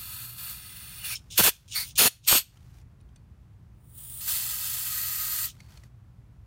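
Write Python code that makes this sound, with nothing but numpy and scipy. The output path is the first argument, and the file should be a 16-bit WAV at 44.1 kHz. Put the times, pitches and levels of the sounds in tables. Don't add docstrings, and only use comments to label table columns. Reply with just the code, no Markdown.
import sys
import numpy as np
from scipy import signal
from scipy.fft import rfft, irfft
from scipy.io import wavfile
from scipy.ndimage import uniform_filter1d, minimum_filter1d

SR = 44100
rng = np.random.default_rng(int(sys.argv[2]) if len(sys.argv) > 2 else 0)


def digitize_waveform(pressure):
    field = np.atleast_2d(pressure).T
    bounded = np.clip(field, -1, 1)
    quanta = np.round(bounded * 32767).astype(np.int16)
    wavfile.write(sys.argv[1], SR, quanta)


N = 284886
TIME = np.arange(N) / SR
FREQS = np.fft.rfftfreq(N, 1 / SR)
EDGE_DB, EASE = 40, 1.31


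def gain_of(db):
    return 10 ** (np.asarray(db) / 20)


def evened(x):
    return x / np.sqrt(np.mean(x ** 2) + 1e-20)


def read(points):
    hz, db = np.transpose(points)
    return np.interp(np.log(FREQS + 1), np.log(hz + 1), db)


def noise(colour):
    white = rfft(rng.standard_normal(N))
    return evened(irfft(white * gain_of(read(colour)), N))


def wander(hz):
    white = rfft(rng.standard_normal(N))
    return evened(irfft(white / (1 + (FREQS / hz) ** 4), N))


def gesture(start, end, db, rise, release, growth_db=0):
    before = np.maximum((start - TIME) / rise, 0)
    after = np.maximum((TIME - end) / release, 0)
    outside = before + after
    heard, out = outside < 2, np.zeros(N)
    held = np.interp(TIME[heard], [start, end], [0, 1])
    out[heard] = gain_of(db + growth_db * held - EDGE_DB * outside[heard] ** EASE)
    return out


def level(rows, *shared):
    return np.sqrt(sum(gesture(*row, *shared) ** 2 for row in rows))


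def fuzzy_tone(hz, width_hz):
    phase = 2 * np.pi * np.cumsum(hz) / SR
    return evened(wander(width_hz) * np.cos(phase) + wander(width_hz) * np.sin(phase))


# pitch_hz, width_hz, peak_db;
# and for the three hard spurts low_hz, below which the hiss falls away
THIN = ([(650, -21), (1300, -9), (2500, -5.5), (4500, -9), (6500, -14.5), (9500, -2), (12500, 0),
         (15600, -1)], [(1330, 140, 4.5), (1885, 200, -8), (2220, 160, -14), (2870, 88, 4), (3010, 90, -15),
         (3270, 73, -8), (3460, 150, 5), (3730, 150, 3), (4400, 390, 10), (6740, 250, 8), (8120, 700, 2.5),
         (8600, 250, -11), (9300, 150, -7), (10400, 400, -5), (11090, 420, -12), (12800, 400, -7),
         (15500, 250, -9)])
GRAZING = ([(650, -17.5), (1300, -9), (2500, -3), (4500, -8), (6500, -13), (9500, -4), (12500, -6),
            (15600, 0)], [(1030, 190, -6), (1860, 150, -7), (2260, 150, -13), (3030, 80, -11),
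            (3270, 150, -4), (3450, 80, 7), (4436, 250, 8), (4870, 250, -5), (7506, 400, -9),
            (8510, 250, -6), (9000, 400, 4), (9800, 150, 9.5), (10000, 80, -9), (10940, 700, -11),
            (12040, 250, -6), (12680, 80, -13), (14750, 700, -9)])
POCKET = ([(650, -12), (1300, -2), (2500, -6), (4500, -1), (6500, 0), (9500, -1), (12500, -1), (15600, -2)],
           [(1030, 400, -10), (2500, 530, 12.5), (2900, 140, 7), (4480, 250, 9), (5380, 700, 4.5),
           (5990, 250, -9), (7540, 700, -7), (8530, 250, -9.5), (9390, 760, 6)])
FIRST_SPURT = ([(650, -6), (1300, -4), (2500, -0.5), (4500, -7.5), (6500, -5), (9500, -7), (12500, -1),
                (15600, -6.5)], [(2130, 700, -4.5), (3450, 150, 3), (4010, 150, 5), (4446, 320, 6),
                (7050, 150, 4), (8200, 400, 3), (9860, 700, 5), (12920, 250, -6), (13820, 700, 6)], 1600)
SOFT_SPURT = ([(650, -19), (1300, -6), (2500, -12), (4500, -0.5), (6500, -8), (9500, 0.5), (12500, -8),
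               (15600, -1)], [(1120, 230, -5), (2200, 510, 14), (4050, 150, 6), (4478, 400, 10.5),
               (7600, 770, -9), (8520, 250, -8), (10210, 250, -8), (12400, 400, 7), (13390, 400, 7)])
SECOND_SPURT = ([(650, -3), (1300, -8.5), (2500, 0.5), (4500, -4), (6500, -6), (9500, -3), (12500, -4),
                 (15600, -4.5)], [(1200, 530, 4), (2210, 400, -5), (4360, 150, 9), (6720, 700, 6),
                 (7620, 400, -4), (9520, 700, 4.5), (9950, 130, 7), (12530, 250, 8), (13520, 800, 5)], 1600)
THIRD_SPURT = ([(650, -8), (1300, -8), (2500, -1), (4500, -5), (6500, -9), (9500, -6), (12500, 0),
                (15600, -6)], [(1670, 150, -4.5), (2070, 700, -6.5), (4480, 250, 7), (6800, 700, 7),
                (8200, 450, 11), (10400, 760, -7), (11020, 250, -8), (12300, 290, 7), (14340, 700, -6)],
                1300)
MIST = ([(650, -23), (1300, -26), (2500, -24), (4500, -20), (6500, -28.5), (9500, -0.5), (12500, -16),
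         (15600, 0)], [(1250, 150, 3.5), (3340, 810, 7), (4440, 150, -6), (5990, 250, 6), (6930, 820, 8.5),
         (8060, 250, 6), (9900, 250, -6), (10470, 700, -7.5), (13570, 250, -8)])
STREAM = ([(650, -20), (1300, -8.5), (2500, -8.5), (4500, -4), (6500, -5.5), (9500, 0.5), (12500, -3),
           (15600, 0)], [(1064, 170, -7), (1427, 130, -7), (1715, 80, -9), (2080, 97, -2),
           (2260, 270, -5.5), (2850, 88, -6), (3920, 150, -7), (4260, 150, 1.5), (5040, 250, -2.5),
           (5680, 400, -7), (6500, 150, -9), (8930, 650, -6.5), (10050, 700, -5), (10670, 250, -16),
           (11300, 400, 5.5), (12210, 250, -6), (14600, 700, 5.5)])
LATE_STREAM = ([(650, -22.5), (1300, -12.5), (2500, -10), (4500, -7), (6500, -6), (9500, -1), (12500, -2),
                (15600, -0.5)], [(1263, 136, 8.5), (1580, 130, 4.5), (1900, 160, 8.5), (2300, 80, -5),
                (2580, 150, 2), (4260, 230, 6.5), (4690, 140, 6), (5430, 650, -3.5), (7240, 170, 4),
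                (8140, 140, 4.5), (8760, 380, -10), (9050, 150, -6), (10310, 720, -8.5), (11930, 360, -6),
                (13030, 700, 4.5), (14530, 390, 8.5), (15270, 150, -8)])
# halfway_s (middle of the move), move_s, colour
AIMS = [(-1, .1, THIN), (.58, .09, GRAZING), (1.105, .1, POCKET), (1.32, .02, FIRST_SPURT),
        (1.65, .02, SOFT_SPURT), (1.85, .04, MIST), (1.95, .012, SECOND_SPURT), (2.2, .02, THIRD_SPURT),
        (3.5, .1, MIST), (4.207, .011, STREAM), (4.9, .18, LATE_STREAM)]
# delay_s, gain
REFLECTIONS = [(.00111, .07), (.00234, .08), (.0029, .07), (.00365, -.07), (.0042, .06), (.0052, .06),
               (.0064, .05)]


def jet(drops_per_s=900, drop_share=.3, drop_spread_db=3, flutter_db=0.63, sputter_db=1.04,
        scatter=0.42, scatter_t60=.04):
    falls = rng.random(N) < drops_per_s / SR
    size_db = drop_spread_db * np.minimum(rng.exponential(1, N), 3)
    drops = falls * rng.choice([-1, 1], N) * gain_of(size_db)
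    drive = evened(rng.standard_normal(N) + drop_share * evened(drops))
    uneven_db = flutter_db * wander(45) + sputter_db * wander(350)
    drive = rfft(evened(drive * gain_of(uneven_db)))
    clutter = rng.standard_normal(N) * gain_of(-60 * TIME / scatter_t60) * (TIME > .003)
    clutter = rfft(clutter / np.linalg.norm(clutter))
    echoes = sum(gain * np.exp(-2j * np.pi * FREQS * delay) for delay, gain in REFLECTIONS)
    drive = drive * (1 + echoes + scatter * clutter)
    hiss = np.zeros(N)
    for halfway, move, colour in AIMS:
        arrived = np.clip((TIME - halfway) / move + .5, 0, 1)
        hiss = (1 - arrived) * hiss + arrived * irfft(drive * jet_colour(*colour), N)
    return hiss * flow()


def jet_colour(slope, resonances, low_hz=610, steep=3.3):
    db = read(slope)
    for hz, width, peak_db in resonances:
        db = db + peak_db * 2 ** -((2 * (FREQS - hz) / width) ** 2)
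    gain = gain_of(db) / np.sqrt(1 + (low_hz / (FREQS + 1)) ** (2 * steep))
    treble = (FREQS > 10000) & (FREQS < 16000)
    return gain / np.sqrt(np.mean(gain ** 2 * treble))


# open_s, let_go_s, treble_level_db, rise_s, release_s, growth_db (over the hold)
PRESSES = [(0, 1.135, -51, .01, .04, 3.5), (0, 0.243, -43, 0.013, 0.29, .5),
           (0.388, .505, -42, 0.04, .2, 2), (1.053, 1.135, -38, 0.058, 0.041, -1),
           (1.369, 1.378, -43.5, 0.033, .02, 11), (1.38, 1.491, -11, 0.0081, .025, -0.5),
           (1.76, 1.802, -33, 0.034, .12, -1.5), (1.854, 1.886, -49, .05, 0.047, -1),
           (1.991, 2.075, -10.5, 0.019, 0.027, -1), (2.286, 2.371, -11, 0.022, 0.07, -2),
           (3.927, 3.97, -61, 0.23, .05, 4), (3.987, 4.116, -48, 0.1, .05, 5.5),
           (4.126, 4.265, -43.5, 0.034, .05, 5.5), (4.283, 5.452, -34.5, .07, 0.071, 2.3),
           (4.284, 4.375, -32.5, 0.046, .12, 0.5)]
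# start_s, end_s, depth_db
CHOKE = (1.413, 1.432, -5)


def flow(choke_edge_s=.008):
    start, end, depth_db = CHOKE
    choked = np.clip(np.minimum(TIME - start, end - TIME) / choke_edge_s + 1, 0, 1)
    return level(PRESSES) * gain_of(depth_db * choked)


# caught_s, freed_s, level_db (before gain_db in roar), rise_s, release_s
ROARS = [(1.4, 1.407, -19, .026, 0.026), (1.441, 1.488, -23.5, .018, 0.017),
         (1.996, 2.076, -22, .018, 0.015), (2.315, 2.35, -25.5, .05, 0.064)]
# pitch_hz, level_db
ROAR_COLOUR = [(25, -14), (50, -1), (130, -1.5), (250, 0), (560, 1.5), (850, 0.5), (1400, -1.5),
               (2100, -11), (4000, -30)]


def roar(lumps_db=3.0, gain_db=4.0):
    lumpy = evened(noise(ROAR_COLOUR) * gain_of(lumps_db * wander(110)))
    return level(ROARS) * lumpy * gain_of(gain_db)


# start_s, end_s, level_db, rise_s
LEAKS = [(1.156, 1.16, -39.5, 0.027), (1.304, 1.32, -48, .003), (1.322, 1.378, -42, 0.032),
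         (1.68, 1.72, -50, .005), (1.724, 1.75, -37.5, 0.038), (1.83, 1.908, -49, .03),
         (1.957, 1.985, -38.5, .005), (2.252, 2.262, -43.5, 0.041), (5.46, 5.502, -46.5, .05)]
# pitch_hz, level_db
LEAK_COLOUR = [(500, -40), (1900, -25), (2500, -6), (3500, 0), (4500, -8), (5400, -2), (6900, -2),
               (7700, -10), (9100, -5), (10500, -19), (14300, -22), (15300, -14), (16000, -17)]
LEAK_RELEASE_S = 0.051
DRAIN_DB, DRAIN_DB_PER_S = -23, 270


def valve(sputter_db=1.5):
    drain = np.zeros(N)
    for _, let_go, db, *_ in PRESSES:
        fading_db = db + DRAIN_DB - DRAIN_DB_PER_S * abs(TIME - let_go)
        drain += (TIME > let_go) * gain_of(fading_db)
    sizzle = evened(noise(LEAK_COLOUR) * gain_of(sputter_db * wander(200)))
    return np.hypot(level(LEAKS, LEAK_RELEASE_S), drain) * sizzle


# start_s, end_s, first_pitch_hz, last_pitch_hz, level_db, rise_s
WHISTLES = [(1.027, 1.068, 2870, 2800, -45.5, 0.067), (1.092, 1.14, 2460, 2360, -41.5, .04),
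            (1.153, 1.157, 5350, 5300, -38.5, .012), (1.723, 1.735, 2980, 2800, -44, 0.032),
            (1.761, 1.78, 4310, 4596, -33, .006), (1.783, 1.828, 2080, 2130, -46, .04),
            (2.002, 2.026, 9580, 9900, -25, .02), (2.045, 2.078, 6850, 6950, -23.5, .03),
            (5.592, 5.768, 4510, 4430, -72.5, .05)]
WHISTLE_RELEASE_S = .035


def whistles(width_hz=130):
    out = np.zeros(N)
    for start, end, first_hz, last_hz, db, rise in WHISTLES:
        hz = np.interp(TIME, [start, end], [first_hz, last_hz])
        out += gesture(start, end, db, rise, WHISTLE_RELEASE_S) * fuzzy_tone(hz, width_hz)
    return out


GUST_S, GUST_DB, GUST_RISE_S, GUST_RELEASE_S = 1.402, -23.5, 0.018, .18
GUST_HIGH_HZ, GUST_LOW_HZ, GUST_SINK_S = 235, 58.5, .02


def gust(width_hz=32):
    sink = np.exp(-np.maximum(TIME - GUST_S, 0) / GUST_SINK_S)
    hz = GUST_LOW_HZ + (GUST_HIGH_HZ - GUST_LOW_HZ) * sink
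    return gesture(GUST_S, GUST_S, GUST_DB, GUST_RISE_S, GUST_RELEASE_S) * fuzzy_tone(hz, width_hz)


# start_s, end_s, level_db
RUBS = [(1.2, 1.29, -71), (1.58, 1.675, -64.5), (2.47, 2.57, -65), (2.6, 2.815, -68.5),
        (2.755, 2.785, -69.5), (5.54, 5.868, -66.5), (5.7, 5.78, -63)]
# pitch_hz, level_db
RUB_COLOUR = [(250, -12), (600, -1), (1500, -1.5), (3000, -5), (6000, -6), (9000, -10.5), (15500, -13)]
RUB_RISE_S, RUB_RELEASE_S = .05, .04
# time_s, peak_db, contact_pitch_hz
TAPS = [(2.571, -52.5, 1320), (2.572, -49, 3100), (2.814, -59, 7000), (3.004, -61, 3770), (3.01, -59, 9600),
        (3.089, -63, 3200), (3.159, -51, 8600), (3.161, -51, 6100), (3.163, -61.5, 3500),
        (5.603, -40.5, 2150), (5.708, -54, 6000), (5.722, -53, 3380), (5.773, -43, 4360),
        (5.835, -45.5, 1940)]
# pitch_hz, level_db, t60_s
CAN = [(2470, -19, 0.078), (4480, -26, .16), (5860, -31, .06)]


def hands(grain_db=2, crack_db=-7, crack_t60=0.031, contact_t60=0.018):
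    skin = evened(noise(RUB_COLOUR) * gain_of(grain_db * wander(150)))
    out = level(RUBS, RUB_RISE_S, RUB_RELEASE_S) * skin
    t = np.arange(SR // 4) / SR
    ring = sum(gain_of(db - 60 * t / t60) * np.sin(2 * np.pi * hz * t) for hz, db, t60 in CAN)
    band = signal.butter(2, [800, 7500], "band", fs=SR)
    for s, db, hz in TAPS:
        crack = evened(signal.lfilter(*band, rng.standard_normal(len(t))))
        crack = crack * gain_of(crack_db - 60 * t / crack_t60)
        knock = np.sin(2 * np.pi * hz * t) * gain_of(-60 * t / contact_t60)
        onset = 1 - np.exp(-t / 0.00074)
        tap = (crack + knock + ring) * onset
        part = out[round(s * SR):][:len(t)]
        part += gain_of(db) * tap[:len(part)] / abs(tap).max()
    return out


def garage(x, t60=0.26, treble_t60=.2, split_hz=8000,
           colour=((100, -16), (1000, -8), (3000, 0), (7000, -1), (15000, -3))):
    tail = noise(colour)
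    low = irfft(rfft(tail) / (1 + (FREQS / split_hz) ** 4), N)
    treble = tail - low
    tail = low * gain_of(-60 * TIME / t60) + treble * gain_of(-60 * TIME / treble_t60)
    tail = tail * (TIME > .007)
    return signal.fftconvolve(x, tail[:SR] / np.linalg.norm(tail))[:N]


# pitch_hz, level_db (relative; RUMBLE_DB sets the whole)
RUMBLE = [(20, -50), (32, -23), (46, -3), (70, -3), (110, -2.5), (170, -11), (250, -21.5), (350, -26.5),
          (500, -33), (1000, -34), (2000, -41), (4000, -48.5), (9000, -53.5), (15500, -56)]
RUMBLE_DB = -52
# pitch_hz, level_db
HUM = [(59.5, -62), (118, -58.5)]


def background(waver=.9):
    hum = np.zeros(N)
    for hz, db in HUM:
        phase = 2 * np.pi * hz * TIME + waver * wander(1.7)
        hum += gain_of(db) * evened(np.sin(phase))
    return gain_of(RUMBLE_DB) * noise(RUMBLE) + hum


def scene(room_db=-26):
    near = jet() + roar() + valve() + whistles() + hands()
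    mono = near + gain_of(room_db) * garage(near) + gust() + background()
    return np.array([mono, mono])


LIMIT_DB, LIMIT_RATIO, LIMIT_HOLD_S, RECOVER_DB_PER_S = -16.5, 9, .115, 55


def limiter(x):
    power = abs(uniform_filter1d((x ** 2).mean(0), size=400))
    power_db = 10 * np.log10(power + 1e-12)
    over_db = np.maximum(power_db - LIMIT_DB, 0) * (1 - 1 / LIMIT_RATIO)
    half = round(LIMIT_HOLD_S * SR / 2)
    held_db = -minimum_filter1d(-over_db, 2 * half + 1, origin=half)
    recovery_db = RECOVER_DB_PER_S * TIME
    cut_db = np.maximum.accumulate(held_db + recovery_db) - recovery_db
    return x * gain_of(-uniform_filter1d(cut_db, size=100))


EDGE_HZ = 15800


def record(dry):
    lowpass = signal.firwin(511, EDGE_HZ, window=("kaiser", 9), fs=SR)
    return signal.oaconvolve(limiter(dry), lowpass[None], "same")


dry = scene()
out = record(dry)
digitize_waveform(out)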